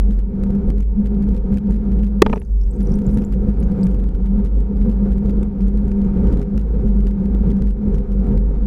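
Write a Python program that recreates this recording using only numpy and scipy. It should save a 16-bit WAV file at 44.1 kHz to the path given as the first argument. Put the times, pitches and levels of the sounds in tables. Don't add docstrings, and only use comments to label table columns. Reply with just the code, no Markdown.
import sys
import numpy as np
from scipy import signal
from scipy.fft import rfft, irfft, next_fast_len
from scipy.io import wavfile
from scipy.ndimage import uniform_filter1d, map_coordinates

SR = 44100
rng = np.random.default_rng(int(sys.argv[2]) if len(sys.argv) > 2 else 0)


def how_loud(loudness_db):
    steps = np.asarray(loudness_db, float) / 20
    return 10 ** steps


def wrap_up_sound(samples):
    columns = np.atleast_2d(samples).T
    tamed = np.clip(columns, -1, 1)
    steps = np.round(tamed * 32767).astype(np.int16)
    wavfile.write(sys.argv[1], SR, steps)


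N = 381906

# (start [s], length [s], level [dB], pitch [Hz])
RIG_SWINGS = [(-0.005, .3, -15.5, 47.24), (0.67, .26, -13.5, 47.8), (1.03, .155, -15.5, 50.4),
              (1.3, .17, -15, 50.2), (1.51, .09, -16.5, 51.7), (1.7, .11, -13, 50.4),
              (1.905, .31, -15, 50.1), (2.5, .2, -15, 50.38), (2.79, .155, -15.5, 46.4),
              (3.075, .19, -16.5, 43.75), (3.3, .14, -15, 51.7), (3.485, .21, -15, 50.4),
              (3.87, .34, -13.5, 48.4), (4.225, .16, -15.5, 46.5), (4.43, .23, -13, 48.86),
              (4.75, .32, -16.5, 48.3), (5.1, .11, -14.5, 49.12), (5.245, 0.19, -15, 51.85),
              (5.59, .22, -15, 49.1), (5.835, .13, -20, 53.5), (5.985, .075, -18, 46.6),
              (6.245, .26, -15, 47.8), (6.545, .14, -14, 51.72), (6.705, .1, -15, 50.82),
              (6.85, .29, -13, 48.94), (7.25, .3, -16.5, 52.17), (7.6, .14, -12.5, 51.43),
              (7.9, .13, -16.5, 45.1), (8.09, .2, -17, 48.6), (8.33, .33, -14, 47.96)]
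# (start [s], length [s], level [dB], pitch [Hz])
HOUSING_HUM = [(0.065, 0.083, -23, 200.6), (0.269, 0.041, -26, 197.2), (0.332, 0.048, -19, 200.6),
               (0.402, 0.19, -15.5, 200.6), (0.635, 0.055, -22.5, 205.7), (0.742, 0.069, -25, 205.2),
               (0.967, 0.103, -16, 203.5), (1.1, 0.29, -18.5, 201.2), (1.441, 0.026, -25.5, 198.4),
               (1.496, 0.28, -16.5, 203.3), (1.81, 0.45, -19, 201.0), (2.297, 0.037, -20.5, 199),
               (2.788, 0.042, -24, 203.3), (2.934, 0.41, -18, 202.6), (3.363, 0.16, -15, 203.5),
               (3.62, 0.141, -19.5, 196), (3.802, 0.12, -15, 194.9), (3.991, 0.041, -25, 195.8),
               (4.246, 0.175, -20, 199.8), (4.646, 0.3, -21.5, 200.2), (4.986, 0.33, -19, 200.2),
               (5.331, 0.96, -19.5, 201.1), (6.377, 0.059, -23.5, 189), (6.478, 0.123, -16.5, 202),
               (6.845, 0.069, -17.5, 205.1), (6.943, 0.51, -20.5, 198.3), (7.471, 0.23, -17.5, 202.1),
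               (7.767, 0.56, -22.5, 202.8), (8.359, 0.061, -22.5, 200.8), (8.624, 0.034, -17.5, 198.5)]
# (pitch [Hz], width [Hz], level [dB])
SKIRTS = [(50, 30, -30.5), (192.2, 33, -30.5), (397.4, 32, -39.5), (24.4, 6.8, -30.5), (915.3, 32, -58.5),
          (2230, 610, -71)]
# (time [s], start pitch [Hz], stiffening [Hz/s], level [dB], t60 [s])
BLOW = [
    (2.21995, 335, 15700, 34, .0125),
    (2.2222, 800, 0, 0, .02),
    (2.2250, 1900, 0, -14, .015),
]
# (time [s], peak [dB], thud re knock [dB], snap re knock [dB])
BOUNCES = [
    (2.2309, -34, 17.5, -23.5),
    (2.2627, -11, 2, -6),
    (2.2968, -26.5, 11.5, -9),
    (2.329, -13.5, 1.5, -13),
    (2.333, -11, -3, -22),
    (2.358, -26.5, -2, -16),
    (2.369, -38.5, 22.5, -10),
    (2.376, -46, 23, 7),
    (2.417, -41, -3.5, -2.5),
]
# (pitch [Hz], level [dB], t60 [s])
SHELL_MODES = [(597, 2, 0.016), (877, 2.5, 0.028), (1216, -6, 0.022), (1570, -3.5, 0.0083),
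               (2300, -10, 0.011)]
# (pitch [Hz], level [dB], t60 [s])
THUD_MODES = [(222, 1, 0.043), (425, 0.048, 0.034)]
# (time [s], peak [dB], pitch [Hz])
BUBBLES = [(2.301, -52, 6207), (2.311, -57, 5740), (2.327, -52, 5640), (2.334, -55, 7350),
           (2.36, -49, 5780), (2.398, -47.5, 10570), (2.449, -59, 6276), (2.614, -49.5, 5344),
           (2.636, -52, 5510), (2.71, -51, 7740), (2.716, -52, 8270), (2.737, -56, 6290),
           (2.762, -55, 8270), (2.83, -45.5, 10280), (2.872, -44, 5790), (2.904, -55, 5440),
           (2.919, -43, 5480), (2.927, -56, 4950), (2.941, -43.5, 5710), (2.955, -46, 8690),
           (3.066, -40.5, 7120), (3.145, -44, 10260), (3.249, -38, 7230), (3.257, -57, 7140),
           (3.266, -59, 7350), (3.563, -68, 4840), (3.602, -47, 10130), (3.635, -49.5, 6510),
           (3.832, -38, 4765), (3.838, -41, 8254)]
# (time [s], peak [dB], rise [dB/s], fall [dB/s])
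FIZZ = [
    (2.34, -64, 200, 60),
    (2.9, -58.5, 50, 100),
    (3.09, -57.5, 200, 40),
    (3.85, -59, 200, 100),
]
# (time [s], level [dB])
FLOW = [(0.0, -52), (0.24, -56.5), (0.55, -47.5), (0.85, -56.5), (1.15, -50.5), (1.7, -48.5), (2.15, -54),
        (3.0, -48.5), (3.4, -50.5), (3.8, -49), (4.1, -53), (4.6, -55.5), (4.85, -50), (5.8, -51.5),
        (6.28, -46), (6.65, -52), (7.4, -49), (8.66, -54)]
# (time [s], level [dB])
GUSTS = [(0.68, 1), (1.42, -4), (3.2, 3), (3.85, 4), (4.38, 4), (5.35, 2), (6.42, 4), (7.05, -2), (7.28, 2),
         (7.74, -4.5), (7.92, 1.5), (8.3, 4.5)]
# (frequency [Hz], level [dB per Hz])
SURGE_SPECTRUM = [(8, -10), (18, -2), (30, 3.5), (65, 7.5), (90, -6), (160, 1), (240, -2), (310, -12),
                  (400, -11.5), (500, -9.5), (600, -29), (800, -57)]
# (frequency [Hz], level [dB per Hz])
WASH_SPECTRUM = [(400, -27.5), (620, -6.5), (730, 1.5), (850, -5), (925, -3.5), (1060, -12), (1240, -9),
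                 (1530, -13), (1950, -22.5), (2240, -23.5), (2600, -28.5), (3500, -30.5), (8000, -41.5),
                 (15000, -48)]
# (first [s], level [dB], steps [count])
GAIN_STEPS = [(0.109, -52, 4), (0.19, -53, 2), (0.437, -43, 1), (0.703, -41, 1), (0.806, -48, 1),
              (1.06, -48, 2), (1.366, -51, 2), (1.543, -50, 1), (1.573, -44, 2), (1.723, -50, 1),
              (2.034, -50, 2), (2.807, -49, 2), (2.989, -48, 1), (3.174, -43, 2), (3.325, -49, 3),
              (3.628, -50, 1), (3.869, -43, 1), (4.449, -49, 3), (5.121, -50, 2), (5.296, -48, 2),
              (5.431, -46, 1), (5.917, -47, 1), (6.326, -49, 2), (6.417, -47.5, 2), (6.578, -42, 1),
              (7.07, -48, 2), (7.505, -49, 2), (7.622, -46.5, 1), (7.945, -49, 2), (8.377, -48, 1)]
# (first [s], steps [count])
FAINT_STEPS = [(0.553, 1), (0.828, 1), (1.225, 2), (1.347, 1), (1.527, 1), (1.743, 1), (1.763, 1),
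               (1.918, 2), (1.991, 1), (2.067, 2), (2.937, 1), (3.093, 2), (3.49, 2), (3.913, 1),
               (3.946, 1), (4.0, 1), (4.041, 1), (4.09, 1), (4.26, 2), (4.816, 2), (4.915, 2), (5.608, 2),
               (6.017, 1), (6.272, 2), (6.875, 2), (7.006, 1), (7.569, 1), (7.672, 2), (8.119, 2),
               (8.269, 1)]
# (frequency [Hz], level [dB per Hz])
CRACKLE_SPECTRUM = [(500, -26.5), (1100, 2), (2200, -0.5), (3700, -7.5), (8000, -13.5), (13500, -17.5),
                    (15300, -41.5)]


def unit(x):
    return x / np.sqrt(np.mean(x ** 2) + 1e-20)


def curves(rows):
    s, *cols = np.transpose(rows)
    return [np.interp(np.arange(N) / SR, s, c) for c in cols]


def wobble(rate):
    knots = rng.standard_normal(int(N * rate / SR) + 4)
    return map_coordinates(knots, [np.arange(N) * rate / SR])


def filtered(x, response):
    m = next_fast_len(N + SR // 2)
    return irfft(rfft(x, m) * response(np.fft.rfftfreq(m, 1 / SR)), m)[:N]


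def coloured(points):
    f, db = np.transpose(points)

    def response(hz):
        return how_loud(np.interp(np.log(hz + 1), np.log(f), db, -120, -120))

    return unit(filtered(rng.standard_normal(N), response))


def add(track, s, sound):
    part = track[int(round(s * SR)):][:len(sound)]
    part += sound[:len(part)]


def gate(t, length_s, rise_s, fall_s):
    return (1 + np.tanh(t / rise_s)) * (1 - np.tanh((t - length_s) / fall_s)) / 4


def spells(rows, rise_s, fall_s, sag_db_per_s, lift_db, rest_db):
    t = np.arange(0, N / SR, .002)[:, None]
    s, length_s, db, hz = np.transpose(rows)
    middle = s + length_s / 2
    level_db = db + lift_db + sag_db_per_s * np.clip(t - middle, -length_s, length_s)
    gain = np.sum(how_loud(level_db) * gate(t - s, length_s, rise_s, fall_s), axis=1) + how_loud(rest_db)
    return curves(np.c_[middle, hz]) + curves(np.c_[t, gain])


def resonance(spell, waver_hz, flutter_db, rate):
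    hz, gain = spell
    phase = 2 * np.pi * np.cumsum(hz + waver_hz * wobble(rate)) / SR
    return np.sqrt(2) * gain * how_loud(flutter_db * wobble(rate)) * -np.cos(phase)


def tow_rig():
    swings = spells(RIG_SWINGS, rise_s=.007, fall_s=.02, sag_db_per_s=-7, lift_db=-2.5, rest_db=-30.5)
    return resonance(swings, waver_hz=2, flutter_db=1.1, rate=18)


def housing(surge_swing_db):
    hum = spells(HOUSING_HUM, rise_s=.017, fall_s=.022, sag_db_per_s=-1.5, lift_db=-3, rest_db=-37)
    return resonance(hum, waver_hz=5, flutter_db=2.5, rate=30) * how_loud(.3 * surge_swing_db)


def drone(surge_db):
    surge_swing_db = surge_db - surge_db.mean()
    x = tow_rig() + housing(surge_swing_db)
    for hz, width, db in SKIRTS:
        def response(f):
            return (f * width / np.hypot(hz * hz - f * f, f * width)) ** 2

        skirt = unit(filtered(rng.standard_normal(N), response))
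        x += how_loud(db + (hz > 100) * surge_swing_db) * skirt
    return x


def ring(modes, t):
    return sum(how_loud(db + rng.normal(0, 2.2) - 60 * t / t60) * np.sin(2 * np.pi * hz * t)
               for hz, db, t60 in modes)


def blow(x, t):
    grip = np.exp(-(t / .0082) ** 10)
    for s, hz, stiffen, db, t60 in BLOW:
        cycles = hz * t + stiffen * t * t / 2
        add(x, s, -grip * how_loud(db - 60 * t / t60) * np.sin(2 * np.pi * cycles))


def bounces(x, t):
    snap_band = signal.butter(3, [900, 2800], "band", fs=SR, output="sos")
    for s, db, thud_db, snap_db in BOUNCES:
        snap = signal.sosfilt(snap_band, rng.standard_normal(len(t)))
        knock = ring(SHELL_MODES, t) + how_loud(thud_db) * ring(THUD_MODES, t)
        knock += how_loud(snap_db + 13 - 60 * t / .016) * snap
        add(x, s, how_loud(db) * knock * (1 - np.exp(-t / .00096)))


def scrape():
    since = np.clip(np.arange(N) / SR - BLOW[0][0], 0, None)
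    sliding = (since > .026) * (since < .165)
    return sliding * how_loud(-58.5 - 20 * since + 2.4 * wobble(81)) * coloured(CRACKLE_SPECTRUM)


def strike():
    x, t = np.zeros(N), np.arange(SR // 8) / SR
    blow(x, t)
    bounces(x, t)
    return x + scrape()


def pop(hz, t60):
    t = np.arange(SR // 60) / SR
    return how_loud(-60 * t / t60) * (1 - np.exp(-t / .00025)) * np.sin(2 * np.pi * hz * t * (1 + 4.3 * t))


def bubbles():
    x = np.zeros(N)
    for s, db, hz in BUBBLES:
        overtone = .25 * pop(1.6 * hz % 15000, .005)
        add(x, s, how_loud(db + 9) * (pop(hz, .0075) + overtone))
    place, pitches, sizes = rng.random((2600, 3)).T
    when = 2.28 + 1.82 * place
    clouds = sum(how_loud(db - np.maximum(rise * (at - when), fall * (when - at))) for at, db, rise, fall in FIZZ)
    for s, cloud, pitch, size in zip(when, clouds, pitches, sizes):
        add(x, s, cloud * how_loud(-4 * np.log(size + .01)) * pop(4500 * 3.1 ** pitch, .0045))
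    return x


def flow():
    t, (flow_db,) = np.arange(N) / SR, curves(FLOW)
    lull = gate(t - 2.39, length_s=.33, rise_s=.04, fall_s=.08)
    flow_db = flow_db - 14.5 * lull + .43 * wobble(5.5)
    gust_s = .07
    flow_db += sum(db * np.exp(-((t - s) / gust_s) ** 2) for s, db in GUSTS)
    surge_over_db, surge_grows = 15.5, 1
    surge_db = flow_db.mean() + surge_over_db + surge_grows * (flow_db - flow_db.mean())
    return surge_db, flow_db


def water(surge_db, wash_db):
    eddy = wobble(14)
    surge = how_loud(surge_db + 12 + 2.2 * eddy + 1.4 * wobble(45)) * coloured(SURGE_SPECTRUM)
    wash = how_loud(wash_db + 1 + 1.3 * eddy + 1.3 * wobble(70)) * coloured(WASH_SPECTRUM)
    return surge + wash


def steps(x):
    gap_s, loss_db, faint_db, stray_db = .011, 4, -54, -52
    rows = GAIN_STEPS + [(s, faint_db, count) for s, count in FAINT_STEPS]
    runs = [(s + k * gap_s, db - k * loss_db) for s, db, count in rows for k in range(int(count))]
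    tall = signal.find_peaks(np.abs(x[SR // 50:]), height=.3, distance=SR // 100)[0] / SR + .02
    luck = rng.exponential(size=N // 100)[(tall * 400).astype(int)]
    clear_of_runs = np.abs(tall[:, None] - np.array(runs)[:, 0]).min(axis=1) > .008
    clear_of_strike = np.abs(tall - 2.45) > .3
    free = clear_of_runs & clear_of_strike & (luck > 2.3)
    return runs + [(s, stray_db) for s in tall[free]]


def gain_control(x):
    t, after = np.arange(-SR // 100, SR // 100) / SR, np.arange(SR // 4) / SR
    crackle, swell, duck_db = np.zeros(N), np.zeros(N), np.zeros(N)
    for s, db in steps(x):
        add(crackle, s + t[0], how_loud(db + 3.3) * np.exp(-(t / np.where(t < 0, .0008, .002)) ** 2))
        peak = np.sign(x[round(s * SR)]) * how_loud(.65 * db + 12.5)
        add(swell, s + t[0], peak * np.exp(-(t / .0012) ** 2))
        halo = how_loud(-50.5 - 20 + .33 * (db + 52.5))
        add(crackle, max(s - .06, 0), halo * np.exp(-((after - .06) / .02) ** 2))
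        dip = (1 - np.exp(-after / .0029)) * np.exp(-after / .093)
        add(duck_db, s, -.22 * max(db + 59, 0) * dip)
    limit_db, limit_s, limit_share = -14.5, .04, .45
    power = uniform_filter1d(np.clip(x, -.5, .5) ** 2, round(limit_s * SR))
    duck_db -= limit_share * np.maximum(10 * np.log10(np.abs(power) + 1e-9) - limit_db, 0)
    return (x + swell) * how_loud(duck_db + 1.5), crackle


def peak_crackle(x):
    tall = np.clip(np.abs(x), 0, .45)
    tops = signal.find_peaks(tall, distance=SR // 130)[0]
    ticks = np.zeros(N)
    ticks[tops] = how_loud(-44 + rng.normal(0, 4, N)[tops]) * tall[tops] ** 1.8
    return np.convolve(ticks, np.hanning(SR // 500), "same") + how_loud(-50) * tall ** 11 + how_loud(-80.5)


def scene():
    surge_db, wash_db = flow()
    return (drone(surge_db) + strike() + bubbles() + water(surge_db, wash_db))[None]


def roll_off(x):
    return signal.sosfilt(signal.butter(12, 15810, fs=SR, output="sos"), x)


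def record(dry):
    x, crackle = gain_control(dry[0])
    crackle += peak_crackle(x)
    mix = np.clip(x + crackle * coloured(CRACKLE_SPECTRUM), -.98, .98)
    return roll_off(mix[None])


dry = scene()
out = record(dry)
wrap_up_sound(out)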